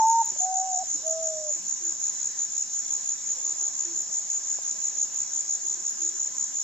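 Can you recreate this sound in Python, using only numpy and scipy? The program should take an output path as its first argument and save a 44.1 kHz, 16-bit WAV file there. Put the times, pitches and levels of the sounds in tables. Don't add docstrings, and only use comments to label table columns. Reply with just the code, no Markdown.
import sys
import numpy as np
from scipy import signal
from scipy.io import wavfile
from scipy.ndimage import uniform_filter1d

SR = 44100
rng = np.random.default_rng(int(sys.argv[2]) if len(sys.argv) > 2 else 0)


def waveform_to_disk(signal):
    frames = np.transpose(np.atleast_2d(signal))
    scaled = np.clip(frames, -1, 1) * 32767
    samples = np.round(scaled).astype(np.int16)
    wavfile.write(sys.argv[1], SR, samples)


N = 292383

# (t/s, f/Hz, rms level/dB)
HELD_NOTES = [
    [(0.0, 894, -19), (0.026, 882, -18), (0.136, 916, -21), (0.213, 914, -19.5)],
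    [(0.434, 744, -32), (0.462, 748, -30.5), (0.606, 750.7, -29.5), (0.66, 757, -32), (0.774, 730, -32),
     (0.823, 761, -32)],
    [(1.076, 640, -33), (1.226, 647, -33.5), (1.47, 606, -39), (1.503, 603, -39)],
]
# (t/s from the start of the held part, pitch factor, level change/dB)
NOTE_SWELL = [(-.044, .975, -23), (-.03, .985, -10), (-.015, .995, -3)]
# (t/s from the end of the held part, pitch factor, level change/dB)
NOTE_BREAK = [(.008, .95, -3.5), (.015, .87, -10.5), (0.02, .84, -40)]
BREAK_DEPTHS = [.45, 1.33, 0.73]
# (level/dB), one per note
NOTE_OCTAVES = [-65.5, -33.5, -29.5]
# (start t/s, length/s, reference f/Hz, level change/dB)
SCOOPS = [(0.31, 0.089, 739, 0.5), (0.941, .097, 625, -0.5)]
# (share of length, share of reference f, level before flutter/dB)
SCOOP_SHAPE = [(0, 0.4, -59), (.08, 0.43, -48.5), (.24, 0.52, -48.5), (.33, .6, -62), (.5, .76, -65),
               (.6, 0.82, -48), (.75, .9, -58), (1, 0.94, -52.5)]
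# (delay t/s, level/dB)
TRUNK_ECHOES = [(.075, -26), (.12, -38), (.18, -43)]

# (f/Hz, bandwidth/Hz, rms level/dB, rough burst rate/Hz)
FAINT_SINGERS = [(7500, 85, -52, 14), (4065, 130, -67, 12), (3820, 300, -70, 10), (1040, 170, -68, 10),
                 (675, 200, -70, 10)]
# (f/Hz, likeness from 0 to 1)
EAR_LIKENESS = [(30, .5), (120, .1), (500, .55), (1000, .6), (2000, .5), (4000, .3), (6800, .65),
                (7700, .75), (9000, .75)]
# (f/Hz, relative level/dB)
AIR_COLOUR = [(60, -20), (100, -34.5), (140, 2), (200, 3.5), (500, -3), (890, -2), (1240, -3.5), (1690, 1),
              (1950, -3), (2250, -3), (2850, -5.5), (3500, -1.5), (4100, 1.5), (5500, -9.5), (8500, -23),
              (12000, -15.5), (15500, -23)]
# (f/Hz, relative level/dB)
WIND_COLOUR = [(10, -2), (30, -12), (70, -6), (110, -9.5), (150, -0.5), (250, -37)]
# (t/s, level/dB)
WIND_LEVEL = [(0, -66), (1.4, -66.5), (1.8, -73.5), (5.2, -76), (5.6, -75.5), (6.63, -72)]
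# (f/Hz, relative level/dB)
CHORUS_COLOUR = [(2650, -68), (4500, -40.5), (6010, -20.5), (6400, -9), (6670, -7.5), (6870, -3.5),
                 (7150, -6), (7430, -16), (7760, -21), (8600, -44.5), (11200, -84), (18900, -120)]
# (f/Hz, relative level/dB)
RASP_COLOUR = [(3500, -44.5), (4500, -20), (5200, -4), (5800, 3.5), (6300, 1), (6650, 3.5), (7000, -12),
               (8000, -57.5)]

# (t/s of first full wing stroke, number of full strokes, base level/dB)
CHIRPS = [(0.0709, 4.74, -20.5), (0.2318, 5.5, -21.5), (0.3906, 4.83, -19), (0.557, 4.8, -20),
          (0.7323, 4.8, -22), (0.9008, 5.1, -20.5), (1.0673, 4.9, -20.5), (1.23, 6.2, -23),
          (1.4935, 4.86, -21), (1.6683, 5.5, -23), (1.8509, 5.6, -22), (2.0405, 5.1, -20),
          (2.216, 4.7, -21), (2.3922, 5.03, -20.5), (2.5671, 5.06, -20.5), (2.735, 6.4, -22.5),
          (2.91, 4.8, -20.5), (3.093, 4.5, -21), (3.2749, 4.7, -21.5), (3.4516, 5.7, -20.5),
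          (3.6109, 6.1, -20.5), (3.7931, 4.65, -21), (3.9611, 5, -22), (4.1288, 5.4, -21.5),
          (4.3034, 6.2, -21), (4.485, 6, -21), (4.668, 4.7, -22.5), (4.8276, 5.5, -21.5),
          (4.987, 5.05, -19), (5.1612, 5.95, -22), (5.3363, 5.5, -21.5), (5.4951, 4.93, -20),
          (5.6703, 6.3, -21.5), (5.8523, 4.2, -22), (6.0203, 5.6, -19.5), (6.2024, 6.2, -21),
          (6.384, 4.87, -20.5), (6.5588, 5.1, -21.5)]
# (t/s, f/Hz before pitch factors, relative level/dB)
WING_STROKE = [(-.0043, 7070, -14), (-.003, 7010, -2.5), (0, 6900, 0), (.002, 6710, -2), (.0036, 6430, -7),
               (.0052, 5950, -16)]
# (lag t/s, looseness/s, pitch factor, base level/dB, left-right level/dB, left lead/s)
NEIGHBOURS = [(-.025, .03, .985, -27, -1.5, .000066), (.08, .03, 1.005, -31.5, -2.5, -.00001)]

# (t/s, level/dB, f/Hz)
SHORT_PULSES = [(4.588, -33, 710), (.2577, -22.5, 12050), (1.107, -30, 12000), (2.738, -31, 12000),
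                (4.016, -30, 11900), (5.551, -34, 12000), (5.906, -31.5, 12000)]
# (start t/s, length/s, base f/Hz, rms level before the tail/dB, purr from 0 to 1)
HOOTS = [(1.552, 0.051, 334, -58, 0.9), (1.796, 0.135, 342.6, -54.5, 0.13), (3.355, 0.046, 496, -59.5, 0.2),
         (3.427, 0.15, 350, -61.5, 1), (3.605, 0.053, 354, -59, 0.4), (3.839, 0.12, 338.6, -52, 0.05),
         (3.949, 0.08, 348, -62.5, 0.6), (5.636, 0.036, 347, -60, 0.4), (5.701, 0.125, 354, -60.5, 0.84),
         (5.978, 0.14, 340, -55, 0), (6.131, 0.038, 353, -61, 0.2)]
# (f/Hz, relative level/dB)
WASH_COLOUR = [(250, -29.5), (420, 2), (700, 6), (1100, 6.5), (1500, -19.5), (3000, -60.5)]
# (t/s, level/dB)
WASH_LEVEL = [(3.25, -76), (3.4, -57), (3.65, -59), (3.85, -64), (5.1, -62), (5.9, -72), (6.2, -76)]

AIR_DB, AIR_CHANGE_DB, AIR_EASE_S = -53, -3, 0.069
CHORUS_DB, RASP_DB = -35.5, -41.5
CHORUS_SWELL_DB, CHORUS_BLUR_S = 0.5, 0.062
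STROKE_S = .01445
OPENING_DB = -8
STROKE_SPREAD_DB = 1.2
THROBS_PER_S = 33.3
EDGE_HZ = 15750


def amp(db):
    return 10 ** (np.asarray(db) / 20)


def evened(x):
    return x / np.sqrt(np.mean(x ** 2) + 1e-20)


def read(points, hz):
    f, value = np.transpose(points)
    return np.interp(np.log(hz + 1), np.log(f + 1), value)


def along(curve):
    s, db = np.transpose(curve)
    return amp(np.interp(np.arange(N) / SR, s, db))


def add(mix, s, sound):
    at = round(s * SR)
    sound = sound[..., max(-at, 0):]
    part = mix[..., max(at, 0):][..., :sound.shape[-1]]
    part += sound[..., :part.shape[-1]]


def narrow_noise(width, size):
    r = np.exp(-np.pi * width / SR)
    raw = [1, 1j] @ rng.standard_normal((2, size))
    z = signal.lfilter([1], [1, -2 * r, r * r], raw)
    return z / np.sqrt(np.mean(abs(z) ** 2))


def hiss(spectrum, patchy_db, lead_s):
    frames, hz = N // 256 + 5, np.fft.rfftfreq(1024, 1 / SR)
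    a, b, c, d, patches = rng.standard_normal((frames, 513, 5)).T
    patches = uniform_filter1d(patches, size=10, axis=0)
    patches = evened(uniform_filter1d(patches, size=10, axis=1))
    same = np.clip(read(EAR_LIKENESS, hz), -1, 1)[:, None]
    late = np.exp(-2j * np.pi * hz * lead_s)[:, None]
    left = a + 1j * b
    right = same * late * left + np.sqrt(1 - same ** 2) * (c + 1j * d)
    z = np.array([left, right])
    z *= amp(read(spectrum, hz)[:, None] + patchy_db * patches)
    noise = signal.istft(z, nperseg=1024, noverlap=768)[1]
    return evened(noise[:, :N])


def scatter(x, t60, start_s):
    t = np.arange(SR // 2) / SR
    taps = rng.standard_normal((2, len(t))) * amp(-60 * t / t60) * (t > start_s)
    return signal.fftconvolve(x[None], taps / np.linalg.norm(taps[0]), axes=1)[:, :N]


def note(held, depth):
    first, last = held[0], held[-1]
    swell = [(first[0] + s, first[1] * factor, first[2] + db) for s, factor, db in NOTE_SWELL]
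    fall = [(last[0] + s, last[1] * factor ** depth, last[2] + db) for s, factor, db in NOTE_BREAK]
    return swell + held + fall


def whistle(rows, octave_db, breathy):
    s, hz, db = np.transpose(rows)
    t = np.arange(s[0], s[-1], 1 / SR)
    turn = np.exp(2j * np.pi * np.cumsum(np.interp(t, s, hz)) / SR)
    flutter = 1 - breathy + breathy * narrow_noise(170, len(t))
    level = amp(np.interp(t, s, db))
    octave = amp(octave_db) * level / level.max() * turn ** 2
    return s[0], np.sqrt(2) * level * (flutter * turn + octave).imag


def night_bird():
    dry = np.zeros(N)
    for rows, octave_db, depth in zip(HELD_NOTES, NOTE_OCTAVES, BREAK_DEPTHS):
        add(dry, *whistle(note(rows, depth), octave_db, breathy=0.017))
    for s, length_s, hz, scoop_db in SCOOPS:
        rows = [(s + share * length_s, part * hz, db + scoop_db) for share, part, db in SCOOP_SHAPE]
        add(dry, *whistle(rows, octave_db=-14, breathy=.5))
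    out = dry * amp([[-.3], [.3]])
    out += amp(-34.0) * scatter(dry, t60=0.78, start_s=0.017)
    for delay_s, db in TRUNK_ECHOES:
        add(out, delay_s, amp(db) * dry)
    return out


def faint_singers():
    out, t = np.zeros((2, N)), np.arange(N) / SR
    for hz, width, db, per_s in FAINT_SINGERS:
        bursts = np.maximum(narrow_noise(per_s, N).real + 1.25, 0)
        carrier = np.exp(2j * np.pi * hz * t)
        one = (narrow_noise(width, N) * carrier).real
        other = (narrow_noise(width, N) * carrier).real
        out += amp(db) * evened(bursts * np.array([one, 0.87 * one + 0.17 * other]))
    return out


def air():
    t = np.arange(N) / SR
    spans = sum((t >= held[0][0]) * (t < held[-1][0]) * 1. for held in HELD_NOTES)
    change_db = AIR_CHANGE_DB * uniform_filter1d(spans, round(AIR_EASE_S * SR))
    return amp(AIR_DB + change_db) * hiss(AIR_COLOUR, patchy_db=1.87, lead_s=0)


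def wind():
    return along(WIND_LEVEL) * hiss(WIND_COLOUR, patchy_db=0.5, lead_s=0)


def chorus():
    t = np.arange(N) / SR
    chirping = sum((t >= s - STROKE_S) * (t < s + STROKE_S * strokes) * 1. for s, strokes, _ in CHIRPS)
    swell_db = CHORUS_SWELL_DB * (uniform_filter1d(chirping, round(CHORUS_BLUR_S * SR)) - .5)
    far = amp(CHORUS_DB + swell_db) * hiss(CHORUS_COLOUR, patchy_db=2.0, lead_s=.000005)
    rasp = amp(RASP_DB) * hiss(RASP_COLOUR, patchy_db=1.56, lead_s=.000055)
    return far + rasp


def stroke(pitch, phase, lead_s):
    s, hz, db = np.transpose(WING_STROKE)
    t = np.arange(s[0], s[-1], 1 / SR)
    level = amp(uniform_filter1d(np.interp(t, s, db), size=30))
    level *= signal.windows.tukey(len(t), .3)
    f = pitch * np.interp(t, s, hz)
    turn = 2 * np.pi * (np.cumsum(f) / SR + phase)
    half_lead = np.pi * f * lead_s
    return level * np.sin([turn + half_lead, turn - half_lead])


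def cricket(chirps, pitch, pan_db, lead_s):
    out = np.zeros((2, N))
    for (first, strokes, db), luck in zip(chirps, rng.standard_normal((len(chirps), 9, 4))):
        count = round(strokes)
        times = first + STROKE_S * np.arange(-1, count)
        swell_db = -1.0 + 2.0 * np.sin(np.linspace(0, 2.2, count))
        levels_db = db + np.r_[OPENING_DB, swell_db]
        pitches = pitch * np.r_[.965, np.linspace(.99, 1.006, count)]
        for s, level_db, factor, (late, loud, sharp, phase) in zip(times, levels_db, pitches, luck):
            tone = stroke(factor * (1 + 0.0029 * sharp), phase, lead_s)
            start_s = s + WING_STROKE[0][0] + 0.0002 * late
            add(out, start_s, amp(level_db + STROKE_SPREAD_DB * loud) * tone)
    return out * amp([[pan_db / 2], [-pan_db / 2]])


def crickets():
    out = cricket(CHIRPS, 1.0, pan_db=1.2, lead_s=.000016)
    for lag_s, loose_s, pitch, db, pan_db, lead_s in NEIGHBOURS:
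        starts = np.array(CHIRPS)[:, 0] + lag_s + loose_s * rng.standard_normal(len(CHIRPS))
        neighbour_chirps = [(s, 5, db) for s in starts[starts < N / SR]]
        out += cricket(neighbour_chirps, pitch, pan_db, lead_s)
    return out + amp(-12.5) * scatter(out.mean(0), t60=0.23, start_s=0.0024)


def short_pulses():
    out = np.zeros(N)
    t = np.arange(-150, 150) / SR
    for s, db, hz in SHORT_PULSES:
        fade = np.exp(-(t * hz / 0.57) ** 2)
        add(out, s - 150 / SR, amp(db) * np.cos(2 * np.pi * hz * t + 0.54) * fade)
    return out


def far_bird():
    out = np.zeros(N)
    for s, length_s, hz, db, purr in HOOTS:
        t, purr = np.arange(0, length_s, 1 / SR), np.clip(purr, 0, 1)
        arch = 1 + 0.09 * np.exp(-t / .02) - 0.084 * t
        turn = np.exp(2j * np.pi * np.cumsum(hz * arch) / SR)
        voice = turn + purr * (amp(-5) * turn ** 2 + amp(-8) * turn ** 3)
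        throb = 1 - purr * np.cos(np.pi * THROBS_PER_S * t) ** 2
        flutter = .9 + .1 * narrow_noise(40, len(t))
        swell = np.sin(np.pi * t / length_s) ** (.75 - .5 * purr)
        add(out, s, amp(db) * evened((voice * flutter).real * throb * swell))
    return out + amp(-11.5) * scatter(out, t60=0.28, start_s=0.029)


def wash():
    return along(WASH_LEVEL) * hiss(WASH_COLOUR, patchy_db=2.5, lead_s=0)


def scene():
    birds = night_bird() + far_bird()
    insects = faint_singers() + chorus() + crickets()
    return birds + insects + air() + wind() + short_pulses() + wash()


def record(dry):
    lowpass = signal.firwin(511, EDGE_HZ, window=("kaiser", 9), fs=SR)
    return signal.oaconvolve(dry, lowpass[None], "same")


dry = scene()
out = record(dry)
waveform_to_disk(out)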